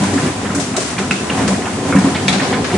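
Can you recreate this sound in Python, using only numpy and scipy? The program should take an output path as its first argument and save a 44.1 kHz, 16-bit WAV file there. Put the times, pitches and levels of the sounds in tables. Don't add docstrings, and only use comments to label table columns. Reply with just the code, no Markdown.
import sys
import numpy as np
from scipy import signal
from scipy.fft import rfft, irfft, next_fast_len
from scipy.io import wavfile
from scipy.ndimage import map_coordinates

SR = 44100
rng = np.random.default_rng(int(sys.argv[2]) if len(sys.argv) > 2 else 0)


def how_loud(loudness_db):
    steps = np.asarray(loudness_db, float) / 20
    return 10 ** steps


def wav_record(signal):
    frames = np.transpose(np.atleast_2d(signal))
    bounded = np.clip(frames, -1, 1)
    quanta = np.round(bounded * 32767).astype(np.int16)
    wavfile.write(sys.argv[1], SR, quanta)


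N = 122157

# (time [s], level [dB])
ROTOR_LOAD = [(0, -18), (.24, -17), (.36, -22.5), (.56, -19.5), (.68, -24), (.9, -20.5), (1.2, -21.5),
              (1.42, -14.5), (1.72, -20.5), (1.97, -14.5), (2.1, -17), (2.22, -20), (2.47, -17.5),
              (2.77, -18)]
# (frequency [Hz], width [Hz], level [dB])
PANEL_MODES = [(82, 32, -13), (96.7, 9, -2.5), (145, 14, -9.5), (170.3, 18, -9.5), (193, 12.5, -2),
               (216, 24, -6), (246.3, 21.8, -2.5), (272, 15.8, -2), (376, 24, -5.5), (423.3, 33, -7.5),
               (502, 57, -9), (617, 41, -11.5), (727, 59, -9), (1023, 26, -7)]
# (frequency [Hz], level [dB per Hz])
DRIVE_SPECTRUM = [(24, -37), (52, -29), (80, -2), (258, 1.5), (330, -1.5), (549, -23), (725, -13.5),
                  (1180, -39), (2000, -24.5), (2600, -45), (4400, -120)]
# (time [s], peak [dB], favoured panel [Hz])
LUMP_THUMPS = [(0.02, -2, 195), (0.07, -16, 264), (0.121, -1.5, 208), (0.152, 1, 270), (0.199, -1, 151),
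               (0.237, 2.5, 235), (0.501, -8, 206), (0.546, -0.5, 202), (0.579, 0, 272), (0.77, 1, 385),
               (0.982, -5.5, 187), (1.104, -4.5, 194), (1.298, -6.5, 194), (1.345, -6.5, 299),
               (1.382, -2.5, 229), (1.485, 0.5, 191), (1.827, -5, 258), (1.892, -4, 273), (1.952, 7.5, 193),
               (2.042, 4.5, 277), (2.087, -9, 272), (2.255, 0, 173), (2.33, -0.5, 195), (2.411, -19, 253),
               (2.521, -1.5, 218), (2.669, -11, 384), (2.731, 6.5, 359)]
# (time [s], peak [dB], favoured panel [Hz])
MORE_THUMPS = [(0, -5.5, 193), (.03, -4.5, 260), (.135, 3, 269), (.49, -9, 193), (.555, 0.5, 266),
               (1.0, -5, 376), (1.1, -7, 140), (2.04, -4, 191), (2.27, -8, 193), (2.49, -5, 376),
               (1.495, -14, 193), (1.952, 5.5, 272), (2.346, -10, 193), (2.736, 0, 193)]
# (time [s], peak [dB], pitch [Hz])
KNIFE_SNAPS = [(0.0333, -23.5, 1910), (0.176, -21, 1790), (0.2233, -21.5, 1926), (0.2644, -19, 2040),
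               (0.4478, -18, 1810), (0.7391, -19.5, 1520), (0.7654, -19, 1560), (0.8014, -22, 2070),
               (0.9804, -13.5, 2004), (1.0194, -19.5, 1854), (1.1541, -28, 2760), (1.294, -14, 1954),
               (1.3923, -18.5, 1960), (1.477, -16, 1933), (1.6554, -15, 1516), (1.9591, -13.5, 1833),
               (2.0419, -21, 1820), (2.148, -13, 2467), (2.1779, -22, 2425), (2.3254, -20, 1884),
               (2.396, -12, 1800), (2.418, -27, 1727), (2.527, -11.5, 2250), (2.6444, -17, 1747),
               (2.6964, -15.5, 1580), (2.7298, -19, 2800)]
# (time [s], peak [dB], pitch [Hz], t60 [s], spread [octaves])
HARD_KNOCKS = [
    (1.1085, -9.5, 2650, 0.055, .22),
    (1.1083, -17, 1470, 0.088, 0.13),
    (1.3, -11.5, 2700, 0.019, 0.12),
    (1.9253, -14, 1370, 0.072, 0.18),
    (1.9245, -23, 2185, 0.22, 0.23),
    (1.945, -18, 1020, 0.15, 0.079),
    (2.2805, -10, 2300, 0.05, 0.2),
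    (2.282, -11.5, 3713, 0.061, .14),
]
# (time [s], peak [dB], pitch [Hz])
WALL_CLACKS = [(0.027, -10, 1007), (0.094, -26, 567), (0.125, -15, 509), (0.176, -9, 1350),
               (0.243, -12, 503), (0.4, -14, 751), (0.439, -14, 540), (0.531, -13, 483), (0.586, -10, 606),
               (0.679, -20, 478), (0.743, -12, 727), (0.772, -9.5, 724), (0.803, -11, 632),
               (0.965, -22, 1045), (0.987, -16, 665), (1.015, -12.5, 754), (1.108, -14, 1370),
               (1.178, -21, 630), (1.234, -21, 1000), (1.312, -12, 853), (1.354, -14, 696),
               (1.385, -9.5, 751), (1.432, -13, 710), (1.486, -11.5, 520), (1.509, -14, 663),
               (1.6, -18, 746), (1.659, -13, 688), (1.689, -17, 724), (1.767, -17, 503), (1.833, -14, 740),
               (1.886, -21, 612), (1.925, -8, 504), (2.045, -9, 910), (2.145, -12.5, 842),
               (2.217, -16, 518), (2.281, -11.5, 859), (2.337, -8, 750), (2.416, -12, 686),
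               (2.448, -11, 750), (2.519, -6, 759), (2.57, -10, 1055), (2.622, -18, 525), (2.672, -19, 630),
               (2.72, -15, 690), (2.738, -11, 640)]
# (time [s], peak [dB], pitch [Hz])
MORE_SNAPS = [(0.1174, -15, 1920), (0.3864, -19, 1570), (0.4928, -12, 1580), (0.5467, -12, 1550),
              (0.5791, -11, 1560), (0.9654, -15, 2040), (1.2401, -20, 1720), (1.3754, -10, 1890),
              (1.5424, -13, 1910), (1.6187, -15, 1950), (1.7374, -24, 2280), (1.8444, -27, 1560),
              (2.0847, -14.5, 1740), (2.2514, -22, 2180), (2.5544, -15, 1730)]
# (time [s], peak [dB], t60 [s], share of fine chips [0-1])
CHIP_SPRAYS = [(0.034, -16, 0.12, 0.35), (0.137, -19.5, 0.51, .5), (0.548, -15, 0.66, 0.95),
               (0.597, -17, 0.78, 0.24), (0.7645, -11.5, 0.53, 0.51), (0.802, -23, 1.9, 0.6),
               (.985, -19.5, 0.62, 0.23), (1.109, -15, 0.7, 0.17), (1.476, -13.5, 0.67, 0.6),
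               (1.952, -20.5, 0.43, 0.9), (1.985, -20, 3.2, 0.13), (2.2795, -8, 0.31, 0.15),
               (2.325, -13.5, 1.34, 0.03), (2.43, -19.5, 0.45, 0), (2.643, -16, 0.33, 0)]
# (frequency [Hz], level [dB per Hz])
SHEET_SPECTRUM = [(880, -2.5), (1500, 0.5), (3340, -4), (4030, -2), (8180, -9.5), (10500, -19),
                  (11500, -90), (15000, -95), (22000, -120)]
# (time [s], level [dB])
CHIP_FLOW = [(0, -25), (.2, -26.5), (.37, -29.5), (.53, -28.5), (.72, -30), (1.08, -31), (1.42, -26),
             (1.62, -28), (1.82, -30.5), (2.05, -27), (2.24, -28), (2.45, -29), (2.6, -30), (2.77, -27)]
# (frequency [Hz], level [dB per Hz])
RATTLE_SPECTRUM = [(350, -68), (600, -4), (1030, -4.5), (1180, -4.5), (1960, -7.5), (4440, -13.5),
                   (7940, -13.5), (10500, -19), (11500, -126), (15000, -125), (22000, -120)]
# (frequency [Hz], correlation [0-1])
MIC_LIKENESS = [(60, 0.99), (250, 0.98), (500, 0.83), (1000, 0.59), (2000, 0.26), (4000, .02)]
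# (frequency [Hz], difference [dB])
LEFT_OVER_RIGHT = [(300, 0.7), (1000, 0), (2000, -2.5), (3500, -0.5), (6200, 5)]
# (frequency [Hz], t60 [s])
HALL_DECAY = [(200, 0.17), (2000, 0.28), (10000, 0.91)]

FLUTTER_DB = 1.2


def unit(x):
    return x / np.sqrt(np.mean(x ** 2) + 1e-20)


def along(points, hz):
    f, v = np.transpose(points)
    return np.interp(np.log(hz + 1), np.log(f + 1), v)


def curve(rows):
    return np.interp(np.arange(N) / SR, *np.transpose(rows))


def wobble(rate):
    return map_coordinates(rng.standard_normal(400), [np.arange(N) * rate / SR])


def filtered(x, response):
    m = next_fast_len(N + SR // 2)
    return irfft(rfft(x, m) * response(np.fft.rfftfreq(m, 1 / SR)), m)[..., :N]


def toward_left(db):
    return how_loud([[db / 2], [-db / 2]])


def impacts(rate, spread_db):
    chance, side, luck = rng.random((3, 2, N))
    hardness = np.minimum(-np.log(luck + 1e-9), 2.2)
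    return (chance < rate / SR) * np.sign(side - .5) * how_loud(spread_db * hardness)


def spread(pair, colour):
    def mid_side(hz):
        turn = np.arccos(np.clip(along(MIC_LIKENESS, hz), -1, 1)) / 2
        return colour(hz) * [np.cos(turn), np.sin(turn)]

    def balance(hz):
        return how_loud(along(LEFT_OVER_RIGHT, hz) * np.array([[.5], [-.5]]))

    mid, side = filtered(pair, mid_side)
    return unit(filtered(np.array([mid + side, mid - side]), balance))


def hall(x):
    hz, t, z = signal.stft(rng.standard_normal((2, SR // 3)), SR, nperseg=256)
    decay = how_loud(-60 * t / along(HALL_DECAY, hz)[:, None])
    tail = signal.istft(z * decay, SR, nperseg=256)[1]
    late = np.pad(x, (200, 0))[None]
    return signal.fftconvolve(late, tail / np.linalg.norm(tail[0]), axes=1)


def panel_boom():
    def steel(f):
        total = 0
        for k, (centre, width, db) in enumerate(PANEL_MODES):
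            mode = 1j * f * width / (centre * centre - f * f + 1j * f * width)
            total = total + (-1) ** k * how_loud(db) * mode
        return total

    softness_hz = 610
    return spread(impacts(400, 1), lambda f: steel(f) / (1 + 1j * f / softness_hz))


def drive_roar():
    return spread(rng.standard_normal((2, N)), lambda f: how_loud(along(DRIVE_SPECTRUM, f)))


def hopper():
    boom_db, roar_db = -3.5, -5
    boom = how_loud(boom_db + FLUTTER_DB * wobble(15)) * panel_boom()
    roar = how_loud(roar_db + FLUTTER_DB * wobble(14)) * drive_roar()
    return how_loud(curve(ROTOR_LOAD)) * (boom + roar)


def thumps():
    level_db, rise_s, reach_octaves, damping = -4, 0.0099, 0.18, 0.89
    out, t = np.zeros(N + SR), np.arange(SR // 3) / SR
    hz, width, panel_db = np.transpose(PANEL_MODES)[:, :, None]
    for s, db, favoured_hz in LUMP_THUMPS + MORE_THUMPS:
        distance = np.abs(np.log2(hz / favoured_hz))
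        gain = how_loud(db + level_db + panel_db * 0.29 - 6 * distance / reach_octaves)
        phase = 0.31 * rng.random(hz.shape)
        ring = gain * np.exp(-np.pi * width * damping * t) * np.sin(2 * np.pi * (hz * t + phase))
        out[round(s * SR):][:len(t)] += ring.sum(0) * (1 - np.exp(-t / rise_s))
    return out[:N]


def torn_off(rows, tear_s, lead_db):
    level_db, room_db, left_db = -20, -1, -2.3
    under_db, over_db = 3, 1.5
    out, t = np.zeros((2, N + 2 * SR)), np.arange(SR // 6) / SR
    for s, db, centre_hz, t60, octaves in rows:
        place, size, late = rng.random((3, 40, 1))
        off = (np.arange(40)[:, None] + place) / 10 - 2
        off[20], size[20] = 0, 0.5 + lead_db / 10
        age = np.maximum(t - tear_s * late ** 2, 0)
        loss_db = np.where(off < 0, under_db, over_db) * off ** 2
        decay_db = 60 * age / t60 * 2 ** (0.73 * off)
        tone = np.sin(2 * np.pi * centre_hz * 2 ** (octaves * off) * age)
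        hit = how_loud(db + level_db) * (how_loud(10 * size - loss_db - decay_db) * tone).sum(0)
        wet = how_loud(room_db) * hall(hit)
        wet[:, :len(t)] += hit
        out[:, round(s * SR):][:, :wet.shape[1]] += wet
    return out[:, :N] * toward_left(left_db)


def snaps():
    t60, octaves = 0.076, .55
    return torn_off([(*row, t60, octaves) for row in KNIFE_SNAPS], tear_s=.022, lead_db=4)


def knocks():
    return torn_off(HARD_KNOCKS, tear_s=0.002486, lead_db=12)


def clacks():
    level_db, room_db, lead_db = -14.5, -3, 5
    spread_octaves, tear_s, ring_cycles = 0.398, .01, 50
    out, t = np.zeros(N + SR), np.arange(SR // 6) / SR
    for s, db, centre_hz in WALL_CLACKS + MORE_SNAPS:
        off, size, late = rng.standard_normal((3, 9, 1))
        off[0], size[0], late[0] = 0, lead_db / 3, 0
        hz = centre_hz * 2 ** (spread_octaves * off)
        age = np.maximum(t - tear_s * np.abs(late), 0)
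        gain = how_loud(db + level_db + 3.6 * size - 60 * age * hz / ring_cycles)
        onset = 1 - np.exp(-age * hz / 1.24)
        out[round(s * SR):][:len(t)] += (gain * np.sin(2 * np.pi * hz * age) * onset).sum(0)
    return out[:N] + how_loud(room_db) * hall(out[:N])[:, :N]


def sprays():
    level_db, tail_db, left_db = -7.5, -3.5, 3.5
    rise_s, first_t60, fine_hz = 0.0016, 0.06, 6100
    t = np.arange(N) / SR
    grains = unit(impacts(4000, 1.0)) + 1.13 * rng.standard_normal((2, N))

    def above(f):
        return 1 / (1 + (fine_hz / (f + 1)) ** 6)

    coarse = unit(filtered(grains, lambda f: how_loud(along(SHEET_SPECTRUM, f)) * (1 - above(f))))
    fine = unit(filtered(grains, lambda f: how_loud(along(SHEET_SPECTRUM, f)) * above(f)))
    shapes = np.zeros((2, N))
    for s, db, t60, share in CHIP_SPRAYS:
        age = np.maximum(t - s, 0)
        fall = how_loud(-60 * age / first_t60) + how_loud(tail_db - 60 * age / t60)
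        shape = how_loud(db) * (1 - np.exp(-age / rise_s)) * fall
        shapes += shape * np.sqrt(np.clip([[1 - share], [share]], 0, 1))
    return how_loud(level_db) * (shapes[0] * coarse + shapes[1] * fine) * toward_left(left_db)


def rattle_colour(f):
    return how_loud(along(RATTLE_SPECTRUM, f))


def crunch():
    level_db, clump_db, blur_t60 = -17.5, 4, 0.096
    t = np.arange(SR // 20) / SR
    blur = how_loud(-60 * t / blur_t60) * rng.standard_normal((2, len(t)))
    clumps = how_loud(clump_db * wobble(19)) * impacts(200, 7.5)
    blurred = signal.fftconvolve(clumps, blur, axes=1)[:, :N]
    pieces = spread(blurred, lambda f: rattle_colour(f) / (1 + (f / 3000) ** 2))
    return how_loud(curve(ROTOR_LOAD) + level_db) * pieces


def heap_hiss():
    level_db = 2
    hiss = spread(rng.standard_normal((2, N)), rattle_colour)
    return how_loud(curve(CHIP_FLOW) + level_db + FLUTTER_DB * wobble(14.17)) * hiss


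def scene():
    machine = hopper() + thumps() + snaps() + knocks() + clacks()
    return machine + sprays() + crunch() + heap_hiss()


def low_pass(x):
    return signal.sosfilt(signal.butter(12, 11740, fs=SR, output="sos"), x)


def record(dry):
    ceiling, low_cut_hz, top_hz = .97, 42, 10700

    def band(hz):
        return 1 / (1 + (hz / top_hz) ** 120) / (1 + (low_cut_hz / (hz + 1)) ** 4)

    x = filtered(np.clip(dry, -ceiling, ceiling), band)
    return low_pass(np.clip(x, -1, 1))


dry = scene()
out = record(dry)
wav_record(out)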